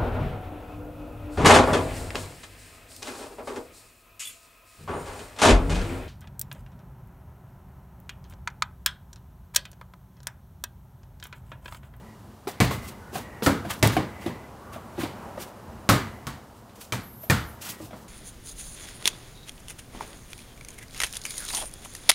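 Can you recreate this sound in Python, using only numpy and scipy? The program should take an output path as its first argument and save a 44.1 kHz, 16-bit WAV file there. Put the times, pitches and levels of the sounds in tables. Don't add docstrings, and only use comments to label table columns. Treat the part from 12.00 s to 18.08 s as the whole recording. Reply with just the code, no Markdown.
import sys
import numpy as np
from scipy import signal
from scipy.fft import rfft, irfft
from scipy.io import wavfile
from scipy.ndimage import uniform_filter1d, minimum_filter1d

SR = 44100
rng = np.random.default_rng(int(sys.argv[2]) if len(sys.argv) > 2 else 0)


def amplitude_ratio(level_db):
    exponent = np.asarray(level_db, float) / 20
    return 10 ** exponent


def file_out(sig):
    cols = np.atleast_2d(sig).T
    lim = np.clip(cols, -1, 1)
    pcm = np.round(lim * 32767).astype(np.int16)
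    wavfile.write(sys.argv[1], SR, pcm)


N = 268128
LENGTH = 24576


def unit(x):
    return x / np.sqrt(np.mean(x ** 2))


def colour(x, spectrum):
    hz, db = np.transpose(spectrum)
    f = np.arange(len(x) // 2 + 1) * SR / len(x) + 1
    gain_db = np.interp(np.log(f), np.log(hz), db, left=-70, right=-70)
    return irfft(rfft(x) * amplitude_ratio(gain_db), len(x))


def walk(rate):
    k = int(SR / rate)
    held = np.repeat(rng.standard_normal(N // k + 1), k)
    return 1.3 * uniform_filter1d(uniform_filter1d(held, k), k)[:N]


def fade(t60):
    return np.exp(-np.log(1000) * np.arange(LENGTH) / SR / t60)


def ring(modes, scatter_db, detune):
    t = np.arange(LENGTH) / SR
    x = np.zeros(LENGTH)
    for hz, db, t60 in modes:
        strength, shift = rng.standard_normal(2)
        x += amplitude_ratio(db + scatter_db * strength) * np.sin(2 * np.pi * hz * (1 + detune * shift) * t) * fade(t60)
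    return x / np.abs(x).max()


def burst(low_hz, t60, click):
    x = rng.standard_normal(LENGTH) * fade(t60) * (1 - fade(.004))
    x[:7] -= click * np.hanning(7)
    return signal.sosfilt(signal.butter(1, low_hz, "high", fs=SR, output="sos"), x)


def add(out, s, x):
    i = int((s + .0007) * SR)
    out[i:i + len(x)] += x[:len(out) - i]


# time_s, level_db
TRAFFIC = [(0, -2.5), (.4, -5.5), (1.0, 0), (1.6, 4), (2.2, 3.5), (2.55, 1.5), (2.9, 3.5), (3.25, 7.5),
           (3.55, 1.5), (4.0, 3), (4.5, -3), (5.2, -6), (5.6, -1), (6.08, -3.5)]
# freq_hz, density_db
RUMBLE = [(25, 2), (108, 5.5), (168, -1.5), (221, 3.5), (270, -6), (400, -7), (520, -35), (880, -70)]
ROAR = [(180, 5), (300, 1), (661, 3.5), (1000, 1.5), (2200, -14.5), (3000, -17.5), (3900, -48), (5000, -70)]
HISS = [(880, 6), (1500, -3.5), (2680, -14.5), (2910, -6), (3970, -7), (15100, -12), (16000, -16),
        (16500, -48)]


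def traffic():
    t, echo = np.arange(N) / SR, far_walls()
    near_db = np.interp(t, *np.transpose(TRAFFIC))
    out = np.zeros(N)
    # spectrum, level_db, share of the nearness, echo_db, flicker_db
    layers = [(RUMBLE, -48, .6, -20, 2.7), (ROAR, -49, 1.05, -30, .4), (HISS, -59, .4, -34, .2)]
    for spectrum, db, share, echo_db, flicker_db in layers:
        noise = unit(colour(rng.standard_normal(N), spectrum))
        strength = np.hypot(amplitude_ratio(db + share * near_db), amplitude_ratio(echo_db) * echo)
        out += noise * strength * amplitude_ratio(flicker_db * walk(9))
    return out


# time_s, level_db
MOTOR = [(0, -73), (.2, -76), (1.3, -73), (1.6, -81), (4.0, -79), (4.5, -77), (4.7, -88), (6.08, -88)]


def motor():
    t = np.arange(N) / SR
    tone = np.sin(2 * np.pi * np.cumsum(2870 + 16 * walk(60)) / SR)
    return tone * amplitude_ratio(np.interp(t, *np.transpose(MOTOR)) + 3.5 * walk(15))


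# centre_s, pitch_hz, level_db, length_s
WHINES = [(.08, 1940, -51, .18), (0.757, 2040, -40.5, 0.38), (1.07, 1470, -46, .16),
          (1.35, 1906, -42, 0.41), (2.25, 2017, -41.5, 0.41), (2.66, 1470, -53, 0.099),
          (2.75, 1143, -41, 0.31), (3.2, 2000, -71, 0.15), (4.152, 2010, -49, 0.37),
          (5.713, 1920, -45, 0.21)]


def whines():
    out = np.zeros(N)
    # ratio to pitch, level_db
    band = [(.75, -25), (.96, -12), (1, 0), (1.04, -12), (1.3, -20), (1.65, -30)]
    for s, hz, db, length_s in WHINES:
        passing = np.exp(-(2 * (np.arange(LENGTH) - LENGTH / 2) / SR / length_s) ** 2)
        noise = unit(colour(rng.standard_normal(LENGTH), [(k * hz, d) for k, d in band]))
        song = noise * passing * amplitude_ratio(db - 9)
        start = s - LENGTH / 2 / SR
        add(out, max(start, 0), song[int(max(-start, 0) * SR):])
    return out


# delay_ms, level_db
FENCES = [(3.5, -6), (8.5, -9.5), (12.5, -14.5), (24, -30)]
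# freq_hz, level_db under the blow, t60_s
YARD = [(78.5, -12, 0.64), (160, -3, 0.34), (333, -4.5, 0.41), (650, -2, 0.23), (1220, -11, 0.49),
        (2590, -14.5, 0.38), (4400, -18, 0.34), (9050, -13.5, 0.27)]


def yard(x, blow, rise_s):
    out = x.copy()
    for (ms, db), shift in zip(FENCES, rng.uniform(-0.2, 0.12, len(FENCES))):
        lag = int(ms * (1 + shift) * SR / 1000)
        out[lag:] += amplitude_ratio(db) * x[:-lag]
    f = np.arange(LENGTH // 2 + 1) * SR / LENGTH + 1
    grains = rng.standard_normal(LENGTH) * amplitude_ratio(2.0 * rng.exponential(size=LENGTH))
    spray = rfft(grains)
    blow_hz, blow_db = np.transpose(blow)
    for hz, db, t60 in YARD:
        octave = np.clip(1 - np.abs(np.log2(f / hz)), 0, 1) ** .5
        band = irfft(spray * octave) * fade(t60)
        band /= np.sqrt(np.sum(band ** 2) / np.sum(fade(t60) ** 2))
        level_db = db + np.interp(np.log(hz), np.log(blow_hz), blow_db)
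        out += amplitude_ratio(level_db) * band * (1 - fade(rise_s + 1.13 / hz))
    return out


# start_s, tick_db, knock_db, knock_hz,
# boom_db
KNOCKS = [(0.4712, -27.5, -32, 402, -44), (0.7081, -39, -30.5, 497, -33.5), (1.1301, -43, -39, 390, -38.5),
          (1.1549, -29, -32, 758, -33), (1.6491, -46, -37, 720, -31.5), (1.966, -20.5, -21.5, 760, -21),
          (2.2612, -28, -30, 342, -28), (2.7604, -55, -41.5, 635, -44), (2.9799, -47, -34.5, 383, -28),
          (3.0334, -24.5, -30.5, 321, -34), (3.3765, -42, -36, 593, -39.5), (4.6932, -45.5, -62, 357, -49),
          (5.2352, -53, -46, 656, -58), (5.8013, -55, -46, 566, -35), (5.907, -40.5, -48, 740, -49),
          (5.9309, -43, -40.5, 650, -44.5),
          (1.4221, -24.5, -30.5, 440, -30.5),
    (5.69, -60, -58, 460, -41),
    (4.78, -62, -52, 460, -51),
]


def knocks():
    out = np.zeros(N)
    contact = np.interp(np.arange(LENGTH) / SR, [0, .006, .008], [1, 1, .3])
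    for s, tick_db, knock_db, knock_hz, boom_db in KNOCKS:
        tick = amplitude_ratio(tick_db + 4) * uniform_filter1d(burst(900, .03, click=1.0), 6)
        hollow = [(knock_hz, 0, .1), (1.45 * knock_hz, -11, .06),
                  (2.1 * knock_hz, -8, .05), (3.2 * knock_hz, -15, .04)]
        knock = -amplitude_ratio(knock_db + 11) * contact * ring(hollow, 1.5, .015)
        ground = [(109.0, 0.0, 0.061), (205.7, -4.0, 0.14), (313.0, -4.5, 0.15)]
        boom = amplitude_ratio(boom_db + 6.5) * ring(ground, 6.6, 0.077) * (1 - fade(.02))
        blow = [(150, boom_db - 3), (700, knock_db - 5), (3000, tick_db - 4), (9000, tick_db - 13)]
        add(out, s, yard(tick + knock + boom, blow, rise_s=.04))
    return out


# start_s,
# pitch_hz, level_db
PINGS = [(.606, 750, -15), (.709, 1180, -26), (1.4624, 1370, -10), (1.838, 910, -20), (1.972, 2230, -21),
         (3.891, 1200, -12.5), (4.922, 2343, -21), (5.2985, 1810, -8), (5.322, 1390, -15.5),
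         (.472, 796, -23.5), (4.268, 1110, -37)]


def pings():
    out = np.zeros(N)
    touch = np.interp(np.arange(LENGTH) / SR, [0, .001, .0045, .007], [0, 1, 1, .15])
    for s, hz, db in PINGS:
        ping = amplitude_ratio(db) * ring([(hz, 0, .06), (1.33 * hz, -3, .05)], 1, .005) * touch
        band = [(.75 * hz, -25), (.9 * hz, -3), (hz, 0), (1.1 * hz, -6), (1.3 * hz, -25)]
        linger_db = db - 12 - 16 * abs(np.log2(hz / 1200))
        linger = amplitude_ratio(linger_db) * unit(colour(rng.standard_normal(LENGTH), band))
        linger = linger * fade(.42) * (1 - fade(.03))
        blow = [(hz / 2, db - 43), (hz, db - 16), (2 * hz, db - 40)]
        add(out, s, linger + yard(ping, blow, rise_s=.01))
    return out


# freq_hz, density_db
SOLE = [(1470, -40), (2500, -5.5), (2710, -2.5), (3170, -6.5), (5820, -5), (13900, -7.5), (16100, -10),
        (16500, -56)]
# full_strength_s, hiss_db, rise_s, hold_s, rasp_db relative to the hiss
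SCUFFS = [(0.478, -41, 0.0039, .004, -19), (0.71, -36.5, .005, .006, 2), (0.825, -53.5, 0.056, 0.032, -1),
          (0.88, -50, .05, 0.011, -3), (1.149, -39, 0.027, 0.023, -4), (1.433, -35, .006, 0.016, -10),
          (1.654, -50.5, 0.018, .006, 8), (1.706, -35, 0.02, 0.0072, -0.5), (1.924, -43, .02, 0.021, -2),
          (2.215, -50.5, .022, 0.056, 11), (2.733, -50, 0.015, 0.0069, 7), (3.009, -39.5, .045, 0.0089, 6),
          (3.403, -43, 0.037, 0.019, -3.5), (4.565, -61, 0.0092, 0.0097, -4), (4.756, -56, .01, .004, -3),
          (4.813, -44, 0.018, 0.0098, -11), (5.232, -55, 0.048, 0.015, -4), (5.619, -39.5, 0.015, 0.05, -6),
          (5.691, -38.5, .015, 0.0065, -7.5), (5.819, -49.5, 0.043, 0.036, -11),
          (5.97, -58.5, 0.064, 0.066, -11)]


def scuffs():
    grains = rng.standard_normal((2, N)) * amplitude_ratio(1.1 * rng.exponential(size=(2, N)))
    hiss = unit(colour(grains[0], SOLE)) * amplitude_ratio(2.0 * walk(90))
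    rasp = unit(colour(grains[1], [(500, -8.5), (1200, -1.5), (2200, -6.5), (3500, -9.5), (5000, -19)]))
    rasp = rasp * amplitude_ratio(2.5 * walk(60))
    t, out = np.arange(N) / SR, np.zeros(N)
    for s, hiss_db, rise_s, hold_s, rasp_db in SCUFFS:
        near = np.abs(t - s) < .5
        below_db = 25.5 * np.maximum(s - t[near], 0) / rise_s
        below_db += 264 * np.maximum(t[near] - s - hold_s, 0)
        grit = hiss[near] + rasp[near] * amplitude_ratio(min(rasp_db, 4))
        out[near] += amplitude_ratio(hiss_db - below_db) * grit
    return out


# start_s, thump_db, thump_hz, crack_db, centre_hz of the air modes driven hardest
BOUNCES = [(0.601, -12.5, 127.8, -17, 2260), (1.4612, -18.5, 89, -19, 1290), (1.8257, -14, 107, -13, 2180),
           (3.8891, -13.5, 109.4, -11.5, 1270), (4.2674, -32.5, 135.8, -32, 1100),
           (4.9216, -29, 116, -25, 1050), (5.2973, -14.5, 134.4, -17.5, 1710)]
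# freq_hz, level_db, t60_s
BALL = [(915, -4, .06), (1125, -1, .07), (1297, 0, .08), (1385, -1, .06), (1715, 0, .06), (1795, 0, .06),
        (1900, -2, .06), (2010, -2, .06), (2265, -3, .06), (2600, -4, .05), (2880, -5, .06),
        (3260, -6, .05), (3600, -8, .05)]
# ratio to thump_hz, level_db, t60_s
SKIN = [(.72, -26.5, 0.19), (1.018, 5, 0.24), (1.7, -5.5, 0.16)]


def bounces():
    out = np.zeros(N)
    for s, thump_db, thump_hz, crack_db, centre_hz in BOUNCES:
        firm_hz = thump_hz - 100
        drum_db = -3 - 0.33 * firm_hz
        body_db = thump_db - 5.5 - 0.1823 * firm_hz
        ring_db = (thump_db + crack_db) / 2 + 0.8
        crack = amplitude_ratio(crack_db - 2.5) * burst(700, .025, click=9.0)
        skin = [(k * thump_hz, db, t60) for k, db, t60 in SKIN] + [(279.6, drum_db, 0.26)]
        thump = amplitude_ratio(thump_db + 7) * ring(skin, 1.0, .02) * (1 - fade(0.0012))
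        court = [(495, -44, 0.053), (627, 42, 0.081), (750, 5, 0.017), (800, 21, 0.058)]
        body = amplitude_ratio(body_db - 2.0) * ring(court, 0.89, 0.098)
        driven = [(hz, db - 45 * np.log2(hz / centre_hz) ** 2, t60) for hz, db, t60 in BALL]
        air = amplitude_ratio(ring_db + 8.5) * ring(driven, 1.5, .005) * (1 - fade(.008))
        flight = amplitude_ratio(ring_db - 42) * ring([(2080, -11, 0.97), (2920, 3, 1.4)], 0.87, 0.0014)
        blow = [(130, thump_db), (300, thump_db + drum_db), (600, body_db),
                (centre_hz, ring_db), (6000, crack_db)]
        heard = flight + yard(crack + thump + body + air, blow, rise_s=0.0071)
        add(out, s + .001, heard)
    return out


def far_walls():
    out = np.zeros(N)
    for s, thump_db, *_ in BOUNCES:
        add(out, s, amplitude_ratio(thump_db) * fade(1.22) * (1 - fade(0.017)))
    return out


# start_s, level_db
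SLAPS = [(.6135, -33), (0.649, -24), (1.835, -23), (1.873, -12.5), (3.896, -23), (5.304, -13.5)]


def slaps():
    out = np.zeros(N)
    for s, db in SLAPS:
        add(out, s, amplitude_ratio(db) * burst(2000, 0.013, click=1.9))
    return out


# time_s, pitch_hz, level_db
SQUEAL = [(4.99, 11090, -66), (5.022, 11810, -53), (5.118, 12700, -53), (5.17, 12780, -53),
          (5.23, 12960, -44), (5.29, 12480, -52), (5.38, 11800, -55), (5.42, 11700, -51), (5.53, 9900, -60)]
# start_s, length_s, first and last ratio to pitch_hz, level_db to it
STRANDS = [(4.99, .44, 1, 1, 0), (5.475, .05, .99, 1.02, 0), (5.01, .11, .872, .897, -9),
           (5.115, .065, .88, .825, -6), (5.175, .12, .872, .873, -12), (5.33, .1, .85, .87, -11),
           (5.06, .12, 1.055, 1.03, -8), (5.06, .13, 1.125, 1.11, -9), (5.19, .1, 1.072, 1.06, -4),
           (5.44, .1, 1.31, 1.32, -3)]


def squeal():
    t = np.arange(N) / SR
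    s, hz, db = np.transpose(SQUEAL)
    pitch_hz, level_db = np.interp(t, s, hz), np.interp(t, s, db)
    spectrum = [(8500, -12), (10500, -9), (13000, 0), (14500, -7), (15500, -13)]
    haze = unit(colour(rng.standard_normal(N), spectrum)) * amplitude_ratio(-57 + 2.0 * walk(40))
    out = haze * np.clip(np.minimum(t - s[0], s[-1] + 0.099 - t) / 0.14, 0, 1)
    for start_s, length_s, first, last, under_db in STRANDS:
        along = np.clip((t - start_s) / length_s, 0, 1)
        edge = np.clip(np.minimum(along, 1 - along) * length_s / .012, 0, 1)
        strand_hz = pitch_hz * (first + (last - first) * along) + 55 * walk(250)
        whistle = np.sin(2 * np.pi * np.cumsum(strand_hz) / SR)
        out += edge * amplitude_ratio(level_db + under_db + 3 * walk(90)) * whistle
    return out


def scene():
    background = traffic() + motor() + whines()
    shoes = knocks() + scuffs()
    ball = pings() + bounces() + slaps()
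    return np.tile(background + shoes + ball + squeal(), (2, 1))


def band_limit(x):
    return signal.sosfilt(signal.butter(12, 17030, fs=SR, output="sos"), x)


def record(dry):
    ahead = int(.005 * SR)
    loudness = uniform_filter1d(np.abs(dry[0]), 40)
    need = np.minimum(1, (.35 / (loudness + 1e-9)) ** .6)
    held = minimum_filter1d(need, 2 * ahead + 1)
    keep = np.exp(-1 / (.06 * SR))
    release = signal.lfilter([1 - keep], [1, -keep], held - 1) + 1
    gain = np.minimum(uniform_filter1d(held, ahead // 2), release)
    wet = signal.sosfilt(signal.butter(4, 50, "high", fs=SR, output="sos"), dry * gain)
    wet = np.tanh(wet / 1.1) * 1.1
    treble = signal.sosfilt(signal.butter(1, 3000, "high", fs=SR, output="sos"), wet[0])
    grain = (amplitude_ratio(-39) * treble + amplitude_ratio(-47) * wet[0]) * walk(300)
    wet = wet + grain * np.array([[1], [-1]])
    wet = signal.sosfilt(signal.ellip(10, .3, 45, 15750, fs=SR, output="sos"), wet)
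    return band_limit(wet)


dry = scene()
out = record(dry)
file_out(out)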